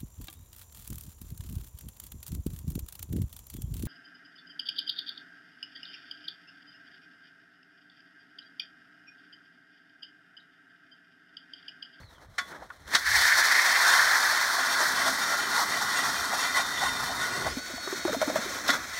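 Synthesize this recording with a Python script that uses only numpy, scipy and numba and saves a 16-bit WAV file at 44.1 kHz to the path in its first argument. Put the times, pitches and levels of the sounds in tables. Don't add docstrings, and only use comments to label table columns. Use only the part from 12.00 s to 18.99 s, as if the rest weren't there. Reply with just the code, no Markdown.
import sys
import numpy as np
from scipy import signal
from scipy.fft import rfft, irfft, next_fast_len
from scipy.io import wavfile
from scipy.ndimage import uniform_filter1d
from numba import njit

SR = 44100
rng = np.random.default_rng(int(sys.argv[2]) if len(sys.argv) > 2 else 0)


def digitize_waveform(pressure):
    field = np.atleast_2d(pressure).T
    bounded = np.clip(field, -1, 1)
    quanta = np.round(bounded * 32767).astype(np.int16)
    wavfile.write(sys.argv[1], SR, quanta)


N = 308291
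T = np.arange(N) / SR

# pitch_hz, gain_db, t60_s before extra damping
AUGER_MODES = [(713, -11.5, 0.11), (1107, -5.5, 0.2), (1440, 0, 0.15), (1630, -19, 0.11),
               (1920, 3.5, 0.039), (2015, -1, 0.16), (2375, -1.5, 0.039), (2686, -4, 0.053),
               (3050, -2.5, 0.066), (3440, -5, 0.25), (3652, -3.5, 0.1), (4130, -28, 0.045),
               (4320, -1, 0.055), (4490, -2.5, 0.1), (5110, -4, 0.058), (5590, -1, 0.057),
               (5670, -12, 0.057), (6690, 0, 0.067), (8060, 1, 0.03)]


def undb(db):
    return 10 ** (np.asarray(db) / 20)


def unit(x):
    return x / np.sqrt(np.mean(x ** 2))


def curves(table, fade_s=0.045):
    times, *columns = np.transpose(table)
    gate = np.clip(np.minimum(T - times[0], times[-1] - T) / fade_s + 1, 0, 1)
    return [gate] + [np.interp(T, times, column) for column in columns]


def swell(middle_s, db, length_s):
    return undb(db) * np.exp(-(2 * (T - middle_s) / length_s) ** 2)


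def walk(rate_hz):
    hold = int(SR / rate_hz)
    steps = np.repeat(rng.standard_normal(N // hold + 1), hold)
    return 1.9 * uniform_filter1d(uniform_filter1d(steps, hold), hold)[:N]


@njit
def svf(x, hz, width):
    y, band_state, low_state = np.empty(len(x)), 0., 0.
    for i in range(len(x)):
        g, k = np.tan(np.pi * hz[i] / SR), width / hz[i]
        v = (band_state + g * (x[i] + 1e-18 - low_state)) / (1 + g * (g + k))
        band_state, low_state = 2 * v - band_state, low_state + 2 * g * v
        y[i] = k * v
    return y


def band(x, hz, width_hz):
    return svf(x, hz + np.zeros(len(x)), float(width_hz))


def steep_band(x, hz, width_hz):
    return band(band(x, hz, width_hz), hz, width_hz)


def colour(x, spectrum):
    hz, db = np.transpose(spectrum)
    size = next_fast_len(N)
    bins_hz = np.arange(size // 2 + 1) * SR / size + 1
    gain = undb(np.interp(np.log(bins_hz), np.log(hz), db))
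    return unit(irfft(rfft(x, size) * gain, size)[:N])


def brighten(x, treble_db, edge_hz=1700):
    high = signal.sosfilt(signal.butter(2, edge_hz, "high", fs=SR, output="sos"), x)
    return x + (undb(treble_db) - 1) * high


def grains(scatter_db, patchy_db, patch_hz, largest=3.63):
    noise = rng.standard_normal(N)
    size_db = scatter_db * np.minimum(rng.exponential(size=N), largest)
    return noise * undb(size_db + patchy_db * walk(patch_hz))


def wind():
    # time_s, level_db
    breeze = [(0, -62.5), (1.4, -59), (1.6, -64), (2.6, -63), (4.9, -59), (5.6, -63), (6.0, -62),
              (6.99, -60.5)]
    # middle_s, level_db, length_s
    gusts = [(0, -47, 0.087), (0.296, -52, 0.083), (.63, -58, 0.073), (1.156, -44.5, 0.14),
             (1.397, -61, 0.08), (4.1, -59, 0.071), (5.145, -57, 0.12), (5.502, -47, 0.14), (5.77, -55, .1)]
    _, db = curves(breeze)
    turbulence = band(band(band(rng.standard_normal(N), 65, 66), 69, 106), 65, 110)
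    strength = undb(db + 2.7 * walk(7.7)) + sum(swell(*gust) for gust in gusts)
    return strength * unit(turbulence)


def boots(shore_db=-63):
    # freq_hz, gain_db
    snow_spectrum = [(88, -33), (150, -6.5), (209, -7.5), (244, -7), (430, -7), (598, -5), (1890, -7.5),
                     (2530, -20.5), (4280, -17), (15800, -37.5)]
    # middle_s, level_db, length_s, treble_db
    steps = [(.0, -54.5, 0.11, 6), (0.12, -52.5, 0.074, 6.5), (0.223, -54.5, 0.075, 2),
             (.45, -51, 0.21, 8.5), (0.548, -45.5, 0.073, -12), (0.611, -48, 0.1, -4),
             (0.746, -54, 0.16, 8), (0.943, -39.5, 0.14, 8.5)]
    snow = colour(grains(4.1, 1.9, 60.6), snow_spectrum)
    crunch = sum(swell(s, db, length) * brighten(snow, treble_db) for s, db, length, treble_db in steps)
    return crunch + undb(shore_db) * colour(rng.standard_normal(N), snow_spectrum)


def gear_tone(times, hz, db, waver, flicker_db):
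    gate, hz, db = curves(np.transpose([times, hz, db]))
    level = gate * np.sqrt(2) * undb(db + flicker_db * walk(30))
    return level * np.sin(2 * np.pi * np.cumsum(hz * (1 + waver * walk(80))) / SR)


def drill(second_ratio=1.22, companion_ratio=0.864):
    # time_s, tooth_hz, level_db, second_stage_db, lower_companion_db
    gears = [(3.0, 3120, -54, -56, -75), (4.35, 3110, -54, -50, -75), (4.55, 2965, -58, -44, -75),
             (4.8, 3010, -58, -40, -75), (5.0, 2960, -58, -41, -75), (5.16, 3050, -58, -46, -75),
             (5.23, 3120, -60, -51, -75), (5.3, 3400, -64, -47, -75), (5.42, 3610, -64, -44, -75),
             (5.475, 3710, -64, -42, -75), (5.5, 4050, -58, -39, -75), (5.535, 4290, -50, -47, -70),
             (5.62, 4470, -43, -62, -58), (5.78, 4400, -43, -59, -49), (5.95, 4350, -45, -59, -50),
             (6.04, 4420, -43, -58, -52), (6.095, 4330, -44, -60, -46), (6.13, 4225, -52, -62, -49),
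             (6.28, 4310, -46, -62, -48), (6.33, 4330, -54, -64, -56), (6.45, 4390, -52, -64, -56),
             (6.6, 4530, -56, -66, -64)]
    # tooth_rate_multiple, gain_db
    orders = [(1, 0), (1.53, -12), (2, -20), (1.86, -18), (.333, -4)]
    # time_s, tooth_hz, level_db
    coast = [(0, 4350, -64), (.03, 4420, -59), (.06, 4250, -61), (.09, 3900, -63), (.13, 3650, -66),
             (.18, 3050, -66)]
    times, hz, db, second_db, companion_db = np.transpose(gears)
    whine = sum(gear_tone(times, k * hz, db + gain_db, 0.002, 1.5) for k, gain_db in orders)
    whine += gear_tone(times, second_ratio * hz, second_db, 0.005, 1.8)
    whine += gear_tone(times, 2 * second_ratio * hz, second_db - 16, 0.006, 2.5)
    whine += gear_tone(times, companion_ratio * hz, companion_db, 0.004, 2.8)
    gate, coast_hz, coast_db = curves(coast)
    rasp = unit(steep_band(rng.standard_normal(N), coast_hz, 260))
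    return whine + gate * undb(coast_db) * rasp


def steel(force, damping, bends, shifts_db, grip_hz=0):
    out = np.zeros(len(force))
    for (hz, db, t60), bend, shift_db in zip(AUGER_MODES, bends, shifts_db):
        width = damping * np.log(1000) / np.pi / t60 + grip_hz * hz / 2000
        out += undb(db + shift_db) * band(force, hz * (1 + bend), width) * SR / (2 * np.pi * width)
    return out


def steel_hum(damping, waver, fade_db, soft_hz):
    grit = signal.sosfilt(signal.butter(1, soft_hz, fs=SR, output="sos"), grains(4.6, 2.3, 20))
    bends = [waver * walk(5) for _ in AUGER_MODES]
    fades_db = [fade_db * walk(21.985) for _ in AUGER_MODES]
    return unit(steel(grit, damping, bends, fades_db, grip_hz=34))


def slush():
    # time_s, level_db, treble_db
    spill = [(5.49, -43.5, 6.5), (5.6, -42.5, 6), (5.9, -38.5, 3), (6.1, -41.5, 6.5), (6.4, -37, 2.5),
             (6.55, -36, 4.5), (6.75, -36, -2), (6.99, -43, 6)]
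    # freq_hz, gain_db
    wet_spectrum = [(71, -37), (120, -8.5), (384, -11), (434, -12), (888, -5), (1450, 4.5), (2370, -1),
                    (2840, -11), (4360, -3.5), (4830, -4.5), (6300, -4.5), (10300, -20), (15800, -22)]
    # middle_s, level_db, length_s
    slops = [(6.087, -34, 0.038), (6.131, -29, 0.027), (6.221, -29, 0.021), (6.289, -31, 0.037),
             (6.372, -30.5, 0.054), (6.453, -35, 0.037), (6.718, -31, 0.12), (6.844, -35, 0.03),
             (6.935, -35, .03), (6.982, -37.5, 0.022)]
    # middle_s, level_db, length_s
    drops = [(6.0, -60, .02), (6.135, -48, .015), (6.158, -50, .01), (6.19, -54, .015), (6.22, -51, .02),
             (6.275, -50, .025), (6.335, -54, .012), (6.365, -52, .035), (6.46, -54, .04), (6.5, -56, .015),
             (6.56, -57, .04), (6.61, -57, .02), (6.681, -37, .01), (6.705, -43, .03)]
    gate, db, treble_db = curves(spill)
    wet_ice = colour(grains(2.2, 1, 50), wet_spectrum)
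    hum = undb(-4) * steel_hum(damping=2.5, waver=0.005, fade_db=0.54, soft_hz=3000)
    splat = brighten(colour(grains(2.5, 2.2, 90), wet_spectrum), treble_db=-2)
    spatter = unit(band(grains(4, 2, 90), hz=11500, width_hz=9000))
    landing = sum(swell(*slop) for slop in slops) * splat + sum(swell(*drop) for drop in drops) * spatter
    return gate * undb(db) * brighten(wet_ice + hum, treble_db) + landing


def water(ring_s=0.03, ring_cycles=7, slap_t60_s=0.045, count=8000):
    # start_s, level_db, pitch_hz
    gulps = [(5.568, -18, 247), (5.699, -32, 342), (5.736, -27, 247), (5.779, -29, 677),
             (5.873, -22.5, 370), (5.926, -18, 367), (6.051, -10.5, 337), (6.079, -17, 585),
             (6.094, -18, 563), (6.13, -17, 450), (6.146, -16, 640), (6.164, -19, 254), (6.215, -11.5, 615),
             (6.227, -13, 586), (6.276, -15, 282), (6.299, -16, 600), (6.357, -10.5, 614),
             (6.384, -22, 214), (6.458, -24, 380), (6.689, -15.5, 688), (6.693, -18, 258)]
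    # time_s, level_db
    gurgle = [(5.5, -52), (5.7, -50), (6.03, -49), (6.07, -37), (6.2, -39), (6.4, -39), (6.5, -44.5),
              (6.72, -43), (6.99, -60)]
    out, t = np.zeros(N + count), T[:count]
    for start_s, db, hz in gulps:
        attack = 1 - np.exp(-t * hz * 0.8)
        t60 = ring_s + ring_cycles / hz
        cycles = hz * t * (1 + 2 * t) + rng.random()
        pocket = attack * undb(-60 * t / t60) * np.sin(2 * np.pi * cycles)
        slap = band(rng.standard_normal(count) * undb(-60 * t / slap_t60_s), 1.8 * hz, 1.36 * hz)
        i = int(start_s * SR)
        out[i:i + count] += undb(db) * (pocket + slap)
    gate, db = curves(gurgle)
    bubbles = steep_band(grains(3, 3, 40), 270, 150) + undb(-1) * steep_band(grains(3, 3, 40), 600, 350)
    return out[:N] + gate * undb(db + 1.5 * walk(20)) * unit(bubbles)


def knocks(count=12000):
    # start_s, crack_db, ring_db, crack_t60_s, crack_hz, crack_treble_db
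    hits = [(0.029, -35, -70, 0.046, 1850, -25), (.18, -30, -69, 0.023, 1220, -16),
            (0.38, -9.5, -28, 0.1, 1730, -8), (.462, -46, -54, .03, 2000, 2),
            (0.52, -28, -63, 0.11, 1430, -25), (0.619, -14.5, -64, 0.036, 720, -33),
            (0.619, -26, -66, 0.025, 1700, -20), (0.701, -18, -67, 0.049, 1340, -41),
            (.768, -48, -66, .03, 1300, -12), (0.874, -26.5, -54, .05, 1510, -1),
            (0.948, -5.5, -25.5, 0.068, 1390, 6.5), (5.871, -17, -50, 0.062, 1300, -16),
            (6.662, -21, -53, 0.021, 3500, 7), (6.678, -23, -48, 0.071, 4370, 13),
            (6.688, -7.5, -21.5, 0.076, 1490, -18.5), (6.7, -10, -32, 0.093, 1760, 2.5),
            (6.841, -19, -60, 0.038, 1880, -14)]
    out, t = np.zeros(N + count), T[:count]
    blow = np.exp(-((t - 0.005) * SR / 2) ** 2) / 3.5
    for start_s, crack_db, ring_db, t60, hz, treble_db in hits:
        burst = rng.standard_normal(count) * np.minimum(t / 0.004, 1) * undb(-60 * t / t60)
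        crack = 1.73 * steep_band(burst, hz, 0.51 * hz)
        crack += undb(treble_db) * band(band(burst, 4000, 2700), 4400, 3800)
        bends, shifts = rng.standard_normal((len(AUGER_MODES), 2)).T
        ring = steel(blow, damping=0.97, bends=0.0014 * bends, shifts_db=0.8 * shifts)
        i = int(start_s * SR)
        out[i:i + count] += undb(crack_db) * crack + undb(ring_db) * ring
    return out[:N]


def catches(count=8820):
    # middle_s, swell_db, length_s, air_column_hz, air_column_db
    snags = [(1.164, 3, 0.02, 700, -58), (1.386, 2.5, 0.035, 700, -44), (1.663, 1, 0.046, 700, -51),
             (1.871, 1.5, 0.054, 700, -46), (2.147, 2, 0.034, 705, -48), (2.325, -1.5, 0.035, 690, -42),
             (2.599, 3.5, 0.032, 720, -32.5), (2.819, 5, 0.054, 633, -35.5), (3.081, 4, 0.046, 624, -31.5),
             (3.328, 1, 0.061, 650, -38), (3.574, 4, 0.076, 900, -37), (3.61, 2, 0.05, 810, -32),
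             (3.835, 2.5, 0.059, 845, -41), (4.062, 3, 0.089, 785, -46), (4.34, 5, 0.036, 780, -28),
             (4.587, 3, 0.058, 730, -34.5), (4.834, 3.5, 0.038, 766, -29), (5.112, 1, 0.043, 740, -35.5),
             (5.473, 3, 0.027, 700, -27.5)]
    swell_db, puffs = np.zeros(N), np.zeros(N)
    for middle_s, up_db, length_s, hz, air_db in snags:
        middle = int(middle_s * SR)
        near = slice(middle - count // 2, middle + count // 2)
        bump = np.exp(-(2 * (T[near] - middle_s) / length_s) ** 2)
        swell_db[near] += up_db * bump
        puffs[near] += undb(air_db) * bump * unit(steep_band(rng.standard_normal(count), hz, width_hz=196))
    return swell_db, puffs


def cutting(sink_from_s=1.136, through_s=5.42):
    # time_s, level_db, treble_db
    cut = [(.86, -62, -3), (.9, -55, 3), (.94, -29, 3), (1.0, -41, 8), (1.04, -39, 8), (1.07, -32.5, 7),
           (1.17, -27.5, 6.5), (1.27, -26.5, 7), (1.4, -26, 4.5), (1.55, -24, 3), (1.7, -24, 2),
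           (1.95, -23.5, 2), (2.2, -23.5, 1), (2.6, -26.5, 1), (3.0, -27.5, 1.5), (3.9, -29.5, 1),
           (4.6, -31, 1), (5.2, -31.5, 0), (5.48, -32.5, -1), (5.495, -42, -4)]
    # freq_hz, gain_db
    shallow = [(71, -70), (120, -56), (204, -56), (272, -37), (452, -74), (522, -17.5), (944, 4),
               (1710, 1.5), (2900, -12), (4360, 7.5), (4740, 11), (5810, -6), (15800, -55)]
    # freq_hz, gain_db
    deep = [(71, -52), (120, -37), (266, -29), (313, -4), (481, -7), (785, 4), (1970, 7), (2460, -37),
            (2840, -34), (3630, -4), (3940, -43), (5690, 0), (15800, -13.5)]
    gate, db, treble_db = curves(cut)
    depth = np.interp(T, (sink_from_s, through_s), (0, 1))

    def sinking(surface, bottom, power=1):
        return surface + (bottom - surface) * depth ** power

    rumble = unit(steep_band(grains(3, 2.7, 12), hz=128, width_hz=100))
    swell_db, puffs = catches()
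    grit, deep_share = grains(2.3, 1.06, 70), sinking(0.4, 0.47)
    shaving = (1 - deep_share) * colour(grit, shallow) + deep_share * colour(grit, deep)
    rim_hz, rim_db = sinking(1878, 1215, power=0.74), sinking(6.5, -14.5, power=0.74)
    rim_crunch = band(grains(2.6, 1.6, 70), rim_hz * (1 + 0.06 * walk(9)), 600)
    rim_crunch = unit(band(rim_crunch, rim_hz, 600))
    air = grains(4.1, 0.91, 11)
    boom = unit(band(air, 263.6, 32) + undb(-7) * band(air, 378, 34) + undb(-11.5) * band(air, 203, 77))
    boom_db = np.interp(T, (2.07, 3.1), (-36, -17))
    groan = swell(middle_s=5.41, db=-48, length_s=0.31) * (rumble + undb(3.5) * unit(band(air, 340, 96)))
    hum = undb(sinking(-6, 0)) * steel_hum(damping=1.3, waver=0.007, fade_db=1.3, soft_hz=6000)
    fractures = colour(grains(3.2, 3, 60, largest=4), deep)
    bite = undb(-20) * np.maximum(swell_db, 0) * brighten(fractures, treble_db=-20, edge_hz=3500)
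    blades = brighten(shaving + hum + bite, treble_db - 0.2 * swell_db)
    blades += undb(rim_db - 0.49 * swell_db) * rim_crunch
    lows = undb(boom_db) * boom + undb(sinking(-56, -17.5)) * rumble
    return gate * undb(db) * (undb(swell_db) * blades + lows) + puffs + groan


def scene():
    mono = cutting() + knocks() + drill() + slush() + water() + boots() + wind()
    return np.array([mono, mono])


def record(dry):
    # centre_hz, width_hz, depth (0-1)
    notches = [(2554, 1060, 0.52), (2864, 283, 0.75), (4755, 695, 0.82), (7290, 3100, 0.39),
               (10400, 440, 0.53)]
    bass_cut_hz, top_hz = 36, 15750
    x = signal.sosfilt(signal.butter(2, bass_cut_hz, "high", fs=SR, output="sos"), dry[0])
    for hz, width_hz, depth in notches:
        x = x - depth * band(x, hz, width_hz)
    x = signal.sosfilt(signal.ellip(10, 0.2, 80, top_hz, fs=SR, output="sos"), x)
    return np.array([x, x])


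dry = scene()
out = record(dry)
digitize_waveform(out)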